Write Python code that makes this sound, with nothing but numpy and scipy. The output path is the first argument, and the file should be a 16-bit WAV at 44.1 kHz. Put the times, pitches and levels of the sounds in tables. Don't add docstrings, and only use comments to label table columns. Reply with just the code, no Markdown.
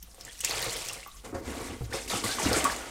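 import sys
import numpy as np
from scipy import signal
from scipy.io import wavfile

SR = 44100
rng = np.random.default_rng(int(sys.argv[2]) if len(sys.argv) > 2 else 0)


def generate_wav(sig):
    pcm = np.round(np.clip(np.atleast_2d(sig).T, -1, 1) * 32767).astype(np.int16)
    wavfile.write(sys.argv[1], SR, pcm)


def elevation(decibels):
    levels = np.asarray(decibels, float)
    return 10 ** (levels / 20)


N = 127890

# time [s], spatter level [dB], large bubbles relative to spatter [dB].
FLOW = [
    [(0, -95, 20), (.256, -54, -3), (.42, -51, -16), (.56, -39, -6), (.728, -39.5, -5.5), (.95, -46, -5.5),
     (1.106, -61, -11), (1.23, -74.5, 11.5)],
    [(1.4, -69.5, 10), (1.46, -49.5, 5.5), (1.6, -44.5, 1.5), (1.73, -48.5, 2), (1.79, -59, 1),
     (1.9, -74, 17.5)],
]
# start [s], spatter level [dB], fall
# [dB/s], large bubbles re spatter [dB].
SURGES = [(0.434, -37, 62, -11), (0.493, -41.5, 51, 4.5), (1.244, -47.5, 252, 4.5), (1.344, -46, 368, 10),
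          (1.904, -48, 100, -7), (1.927, -34.5, 127, -3.5), (2.076, -38, 100, -20), (2.094, -32, 72, -4),
          (2.236, -32.5, 61, -4), (2.3, -41, 81, -19), (2.388, -34, 31, -1.5), (2.448, -39, 60, 9.5),
          (2.527, -31.5, 78, 2), (2.639, -38, 115, 8), (2.72, -72, 110, 2), (2.8, -51, 77, 8.5)]
# frequency [Hz], density [dB per Hz].
SPATTER_SPECTRUM = [(530, 37), (900, -20), (1170, -8.5), (1620, -11), (2270, -5.5), (3730, -6.5),
                    (8660, -3.5), (14900, -27), (16000, -21)]
# start [s], peak level [dB], pitch [Hz].
DROPS = [(0.0261, -31.5, 6030), (0.028, -28.5, 13200), (0.1127, -40, 5300), (0.1455, -37, 8240),
         (0.203, -41, 8200), (0.21, -28.5, 5450), (0.25, -28.5, 7550), (0.3302, -35, 8260),
         (0.391, -30, 5640), (0.4051, -19.5, 8040), (0.41, -21.5, 6400), (0.4471, -7, 7270),
         (0.495, -18.5, 6400), (0.5099, -15, 4430), (0.5487, -28, 9200), (0.6195, -23, 12200),
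         (0.6259, -15, 4180), (0.642, -21.5, 9500), (0.6536, -24, 3960), (0.6952, -20.5, 4370),
         (0.7307, -21.5, 7000), (0.764, -21, 3430), (0.7661, -24, 10300), (0.849, -31, 14000),
         (0.8855, -16.5, 5700), (0.932, -23.5, 8880), (1.0745, -33, 13500), (2.5306, -13, 5200),
         (2.6424, -11.5, 8620), (2.72, -21.5, 4500), (2.7628, -22, 6960)]
# start [s], peak level [dB], pitch [Hz], t60 [s].
PLOPS = [(0.279, -40, 1760, 0.064), (0.295, -43, 3260, 0.071), (0.408, -37, 2890, 0.039),
         (0.439, -30, 2680, 0.03), (0.449, -32, 1910, 0.03), (0.45, -29, 2430, 0.037),
         (0.476, -27.5, 2620, 0.046), (0.509, -33, 1070, 0.018), (0.527, -31, 1110, 0.023),
         (0.589, -32, 3220, 0.034), (0.629, -34, 1830, 0.092), (0.647, -30.5, 1175, 0.044),
         (0.664, -49, 660, 0.07), (0.699, -31.5, 4290, 0.041), (0.81, -34.5, 5450, 0.03),
         (0.896, -28.5, 2720, 0.035), (0.911, -38.5, 1140, 0.046), (0.97, -41, 2110, 0.04),
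         (1.03, -37, 2220, 0.018), (1.034, -39.5, 2700, 0.037), (1.062, -36.5, 1126, 0.059),
         (1.063, -45, 794, 0.066), (1.08, -46, 1136, 0.1), (1.115, -43, 3860, 0.032),
         (1.144, -53, 1090, 0.15), (1.256, -43, 1074, 0.063), (1.915, -39, 1500, 0.04),
         (1.926, -26.5, 1790, 0.026), (1.987, -34, 1600, 0.022), (2.077, -38, 2580, 0.04),
         (2.118, -29.5, 1273, 0.081), (2.135, -19.5, 820, 0.016), (2.149, -30, 1260, 0.15),
         (2.188, -36, 2320, 0.024), (2.238, -29, 1113, 0.14), (2.26, -34, 1930, 0.088),
         (2.291, -29, 1500, 0.12), (2.385, -23.5, 1120, 0.029), (2.399, -24.5, 880, 0.034),
         (2.471, -23.5, 2790, 0.03), (2.543, -27, 1340, 0.079), (2.652, -16.5, 1138, 0.036),
         (2.699, -25.5, 1660, 0.038)]
# time [s], level [dB].
RUB = [
    [(1.235, -48), (1.25, -48), (1.31, -39), (1.35, -37), (1.43, -40.5), (1.5, -38.5), (1.72, -37.5),
     (1.9, -47)],
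    [(1.93, -39.5), (2.05, -45), (2.13, -38), (2.4, -41.5), (2.47, -32.5), (2.6, -36.5), (2.9, -47.5)],
]
# start [s], peak level [dB], pitch favoured by the struck spot [Hz].
KNOCKS = [(0.072, -47.5, 740), (0.137, -44.5, 544), (0.181, -36.5, 524), (0.202, -43, 540),
          (0.26, -37, 390), (0.437, -32, 700), (0.49, -25, 506), (0.509, -42, 554), (0.625, -24.5, 450),
          (0.662, -19.5, 453), (0.753, -25, 486), (0.856, -35.5, 460), (0.882, -35, 475), (0.961, -31, 540),
          (1.241, -30, 440), (1.253, -30.5, 420), (1.28, -34, 426), (1.327, -21, 330), (1.347, -18, 560),
          (1.36, -26, 480), (1.396, -28.5, 250), (1.476, -23, 330), (1.495, -24.5, 282), (1.564, -25, 340),
          (1.6, -22.5, 430), (1.7, -21, 284), (1.808, -25, 490), (1.938, -17, 510), (2.101, -36, 324),
          (2.131, -16.5, 263), (2.169, -24, 230), (2.24, -16.5, 256), (2.426, -20, 150),
          (2.459, -10.5, 238), (2.472, -16.5, 248), (2.51, -12, 454), (2.53, -19.5, 500),
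          (2.564, -13.5, 340), (2.632, -19, 250), (2.692, -30.5, 230), (2.799, -34.5, 400),
          (2.861, -27.5, 360)]
# frequency [Hz], level [dB], t60 [s].
BASIN_MODES = [(67, -9.5, 0.015), (113, -16.5, 0.16), (178.5, -13.5, 0.13), (254.7, 1, 0.042),
               (352, -3, 0.047), (457.8, -0.5, 0.055), (545, -10.5, 0.21), (691, -8, 0.14),
               (765, -8, 0.044), (1076, -2.5, 0.18), (1214, 13.5, 0.009), (1550, -33, .05),
               (2030, -16, 0.043)]
# start [s], peak level [dB], pitch [Hz], t60 [s].
FLEXES = [(1.352, -36, 76, 0.22), (1.469, -34, 67, 0.36), (1.697, -36, 77, 0.25), (1.809, -28, 116, 0.14),
          (1.81, -33.5, 62.2, 0.48), (1.832, -34.5, 106, 0.26), (1.895, -36, 79, 0.11),
          (2.457, -30.5, 66.9, 0.76), (2.459, -36.5, 113, 0.74)]
# frequency [Hz], density [dB per Hz].
HUSH_SPECTRUM = [(12, -30), (20, 9), (60, -13.5), (234, -3), (542, -27.5), (642, -6), (738, -21.5),
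                 (7520, -11.5), (16000, -22)]

SQUEEZE_ENDS_S, SURGE_RISE_S = 1.235, 0.0067
FIZZ_PER_S, FIZZ_CYCLES, FIZZ_DB, POUR_FIZZ_DB = 1100, 14.0, -1.5, -8
HISS_DB, POUR_HISS_DB, HISS_PATCHY_DB = -5.5, -1, 2.6
BUBBLES_PER_S, BUBBLE_RISE_PER_CYCLE = 420, 0.008
LARGE_BUBBLE_CYCLES, SMALL_BUBBLE_CYCLES = 7.5, 30
SMALL_BUBBLES_DB, POUR_SMALL_BUBBLES_DB, GURGLE_DB = -3.0, -4.9, -6.0
DRUM_DB, DRUM_PER_S, DRUM_SPOT_HZ = -6.5, 300, 520

DROP_T60_S, DROP_LOW_HZ = 0.0097, 2200
SNAP_DB, SNAP_CYCLES, SNAP_T60_S = 3, 2.5, 0.003
SPRAY_DB, SPRAY_T60_S = -11, 0.057
PLOP_RISE_PER_S, PLOP_ROUGHNESS = 1.24, 0.35

SLIPS_PER_S, SLIP_HZ, RUB_SPOT_HZ = 260, 625, 330
SPOT_DB_PER_OCTAVE = 10.5
KNOCK_BOOM_DB, KNOCK_HARD_HZ, KNOCK_LOW_SHARE = 1.5, 1550, 0.27
CHATTER_S, CHATTER_SHARE = 0.017, 0.37
KNOCK_DAMPING, THUD_DB = 0.69, -5.0
FLEX_SAG_SHARE = 0.16

SINK_T60_S, SINK_DB, SINK_CUT_HZ = 0.25, -10, 5000
PLOP_ECHO_DB, PLOP_ECHO_SMEAR_HZ = -4, 100
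HUSH_DB = -56
HUM_HZ, HUM_DB, HUM_T60_S = 51.2, -52.5, 0.27
CUTOFF_HZ = 16650


def water():
    fine_gain, large_gain = flow()
    squeezing = np.arange(N) < SQUEEZE_ENDS_S * SR

    fizz = grains(random_clicks(FIZZ_PER_S, spread_db=1.23), 3040, 15300, FIZZ_CYCLES)
    fizz = fizz * elevation(np.where(squeezing, FIZZ_DB, POUR_FIZZ_DB))
    hiss = banded_noise(SPATTER_SPECTRUM, 1650, HISS_PATCHY_DB)
    hiss = hiss * elevation(np.where(squeezing, HISS_DB, POUR_HISS_DB))
    small = bubbles(1781, 9140, SMALL_BUBBLE_CYCLES)
    small = small * elevation(np.where(squeezing, SMALL_BUBBLES_DB, POUR_SMALL_BUBBLES_DB))

    rush = banded_noise([(400, 2.0), (2000, -1.0), (2600, -46)], 410, patchy_db=1.0)
    gurgle = bubbles(419.0, 2470, LARGE_BUBBLE_CYCLES) + 1.06 * rush
    hits = soften(random_clicks(DRUM_PER_S, spread_db=0.82), 1600)
    drum = squeezing * elevation(DRUM_DB) * rms_one(body(hits, boom_db=13.0, spot_hz=DRUM_SPOT_HZ))
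    return fine_gain * (fizz + hiss + small) + large_gain * (elevation(GURGLE_DB) * gurgle + drum)


def flow():
    flow_db, large_db = in_time(FLOW)
    t = np.arange(N) / SR
    fine_power, large_power = elevation(2 * flow_db), elevation(2 * (flow_db + large_db))
    for start_s, db, fall_db_per_s, large_db in SURGES:
        rise = np.clip((t - start_s) / SURGE_RISE_S, 0, 1)
        power = rise * elevation(2 * (db - fall_db_per_s * np.maximum(t - start_s, 0)))
        fine_power = fine_power + power
        large_power = large_power + power * elevation(2 * large_db)
    return np.sqrt(fine_power), np.sqrt(large_power)


def grains(clicks, low_hz, high_hz, cycles):
    dealt = rng.integers(0, 40, N)
    out = np.zeros(N)
    for k, hz in enumerate(np.geomspace(low_hz, high_hz, 40)):
        out += elevation(at_hz(SPATTER_SPECTRUM, hz)) * hz * ring(clicks * (dealt == k), hz, cycles / hz)
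    return rms_one(out)


def bubbles(low_hz, high_hz, cycles):
    out, t = np.zeros(N + SR), np.arange(1800) / SR
    for when, size, luck in rng.random((int(BUBBLES_PER_S * N / SR), 3)):
        cycle = low_hz * (high_hz / low_hz) ** size * t
        level_db = -60 * cycle / cycles - 2.0 * np.log(luck + 0.012)
        swell = np.minimum(cycle / 2.37, 1) * elevation(level_db)
        tone = np.sin(2 * np.pi * cycle * (1 + BUBBLE_RISE_PER_CYCLE * cycle))
        out[int(when * N):][:1800] += swell * tone
    return rms_one(out[:N])


def drops():
    out, t = np.zeros(N + SR), np.arange(3000) / SR
    attack = np.minimum(t / 0.00051, 1)
    for (start_s, db, hz), noise in zip(DROPS, rng.standard_normal((len(DROPS), 3000))):
        tone = np.sin(2 * np.pi * hz * t) * elevation(-60 * t / DROP_T60_S)
        snap = rms_one(ring(noise, 1.6 * hz, SNAP_CYCLES / hz)) * elevation(SNAP_DB - 60 * t / SNAP_T60_S)
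        spray = rms_one(ring(noise, hz, 12.0 / hz)) * elevation(SPRAY_DB - 60 * t / SPRAY_T60_S)
        out[int(start_s * SR):][:3000] += elevation(db - 4.0) * attack * (tone + snap + spray)
    return high_pass(out[:N], DROP_LOW_HZ)


def plops():
    out, t = np.zeros(N + SR), np.arange(6000) / SR
    attack = np.minimum(t / 0.00029, 1)
    for (start_s, db, hz, t60_s), noise in zip(PLOPS, rng.standard_normal((len(PLOPS), 6000))):
        tone = np.sin(2 * np.pi * hz * t * (1 + PLOP_RISE_PER_S * t))
        rough = PLOP_ROUGHNESS * rms_one(ring(noise, hz, 20.0 / hz))
        out[int(start_s * SR):][:6000] += elevation(db - 60 * t / max(t60_s, 0.005)) * attack * (tone + rough)
    return out[:N]


def basin():
    return high_pass(rubbing() + knocks(), 45)


def rubbing():
    rub_db, = in_time(RUB)
    slips = soften(random_clicks(SLIPS_PER_S, spread_db=1.95), SLIP_HZ)
    return elevation(rub_db - 4.5) * rms_one(body(slips, boom_db=1.0, spot_hz=RUB_SPOT_HZ))


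def knocks():
    out, t = np.zeros(N + SR), np.arange(9000) / SR
    for (start_s, db, hz), luck in zip(KNOCKS, rng.standard_normal((len(KNOCKS), 9000))):
        contacts = CHATTER_SHARE * luck * (abs(luck) > 2.6) * np.exp(-t / CHATTER_S)
        contacts[0] += 1
        contacts = soften(contacts, KNOCK_HARD_HZ) - soften(contacts, KNOCK_LOW_SHARE * hz)
        hit = body(contacts, KNOCK_BOOM_DB, hz, KNOCK_DAMPING)
        thud = ring(contacts, 1.22 * hz, 0.82 / hz)
        knock = hit / np.abs(hit).max() + elevation(THUD_DB) * thud / np.abs(thud).max()
        out[int(start_s * SR):][:9000] += elevation(db - 8.0) * knock
    return out[:N]


def body(clicks, boom_db, spot_hz, damping=1):
    out = 0
    for k, (hz, db, t60_s) in enumerate(BASIN_MODES):
        gain_db = boom_db if k < 2 else -SPOT_DB_PER_OCTAVE * abs(np.log2(hz / spot_hz))
        out = out + (-1) ** k * elevation(db + gain_db) * ring(clicks, hz, damping * t60_s)
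    return out


def flexes():
    out, t = np.zeros(N + SR), np.arange(SR // 2) / SR
    bent_t = t + FLEX_SAG_SHARE * 0.028 * (1 - np.exp(-t / 0.032))
    for start_s, db, hz, t60_s in FLEXES:
        out[int(start_s * SR):][:len(t)] += elevation(db - 60 * t / t60_s) * np.sin(2 * np.pi * hz * bent_t)
    return out[:N]


def sink(x):
    t = np.arange(SR // 2) / SR
    echoes = soften(rng.standard_normal(len(t)), SINK_CUT_HZ) * elevation(-60 * t / SINK_T60_S) * (t > 0.003)
    return signal.fftconvolve(x, echoes / np.linalg.norm(echoes))[:N]


def hush():
    return elevation(HUSH_DB) * banded_noise(HUSH_SPECTRUM, 20.26, patchy_db=3.5)


def hum():
    return elevation(HUM_DB) * rms_one(ring(rng.standard_normal(N + SR), HUM_HZ, HUM_T60_S)[SR:])


def banded_noise(spectrum, low_hz, patchy_db):
    edges_hz = low_hz * 2 ** np.arange(0, np.log2(18000 / low_hz), 0.5)
    together = drift(10.7)
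    white = rng.standard_normal((2, N))
    out = 0
    for k, (low, high) in enumerate(zip(edges_hz, edges_hz[1:])):
        band_pass = signal.butter(2, [low, high], "band", fs=SR, output="sos")
        flicker_db = patchy_db * (0.52 * together + drift(24.0))
        level_db = at_hz(spectrum, np.sqrt(low * high)) + flicker_db
        out = out + elevation(level_db) * signal.sosfilt(band_pass, white[k % 2])
    return rms_one(out)


def random_clicks(per_s, spread_db):
    sizes = elevation(spread_db * np.minimum(rng.exponential(1, N), 4)) * rng.choice([-1, 1], N)
    return sizes * (rng.random(N) < per_s * elevation(2.5 * drift(30)) / SR)


def drift(rate_hz):
    r = np.exp(-2 * np.pi * rate_hz * 40 / SR)
    noise = rng.standard_normal(N // 40 + 2002)
    slow = signal.lfilter([1], [1, -2 * r, r * r], noise)[2000:]
    return np.interp(np.arange(N) / 40, np.arange(len(slow)), rms_one(slow))


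def ring(clicks, hz, t60_s):
    r, w = elevation(-60 / (t60_s * SR)), 2 * np.pi * hz / SR
    return signal.lfilter([0, np.sin(w)], [1, -2 * r * np.cos(w), r * r], clicks + 1e-18)


def soften(x, hz):
    r = np.exp(-2 * np.pi * hz / SR)
    return signal.lfilter([(1 - r) ** 2], [1, -2 * r, r * r], x)


def high_pass(x, hz):
    return signal.sosfilt(signal.butter(2, hz, "high", fs=SR, output="sos"), x)


def rms_one(x):
    return x / np.sqrt(np.mean(x ** 2) + 1e-20)


def in_time(tables, silent_db=-90):
    s, *columns = np.transpose([row for table in tables for row in table])
    return [np.interp(np.arange(N) / SR, s, column, left=silent_db) for column in columns]


def at_hz(spectrum, hz):
    points_hz, points_db = np.transpose(spectrum)
    return np.interp(np.log(hz), np.log(points_hz), points_db)


def scene():
    near, tones = drops() + water(), plops()
    smeared = elevation(PLOP_ECHO_DB) * drift(PLOP_ECHO_SMEAR_HZ) * tones
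    echoes = elevation(SINK_DB) * sink(near + smeared)
    mix = near + tones + basin() + flexes() + echoes + hush() + hum()
    return mix[None]


def band_limit(x):
    return signal.sosfilt(signal.butter(12, 16630, fs=SR, output="sos"), x)


def record(dry):
    low_pass = signal.cheby2(14, 60, CUTOFF_HZ, fs=SR, output="sos")
    mix = signal.sosfilt(low_pass, dry)
    return band_limit(mix)


dry = scene()
out = record(dry)
generate_wav(out)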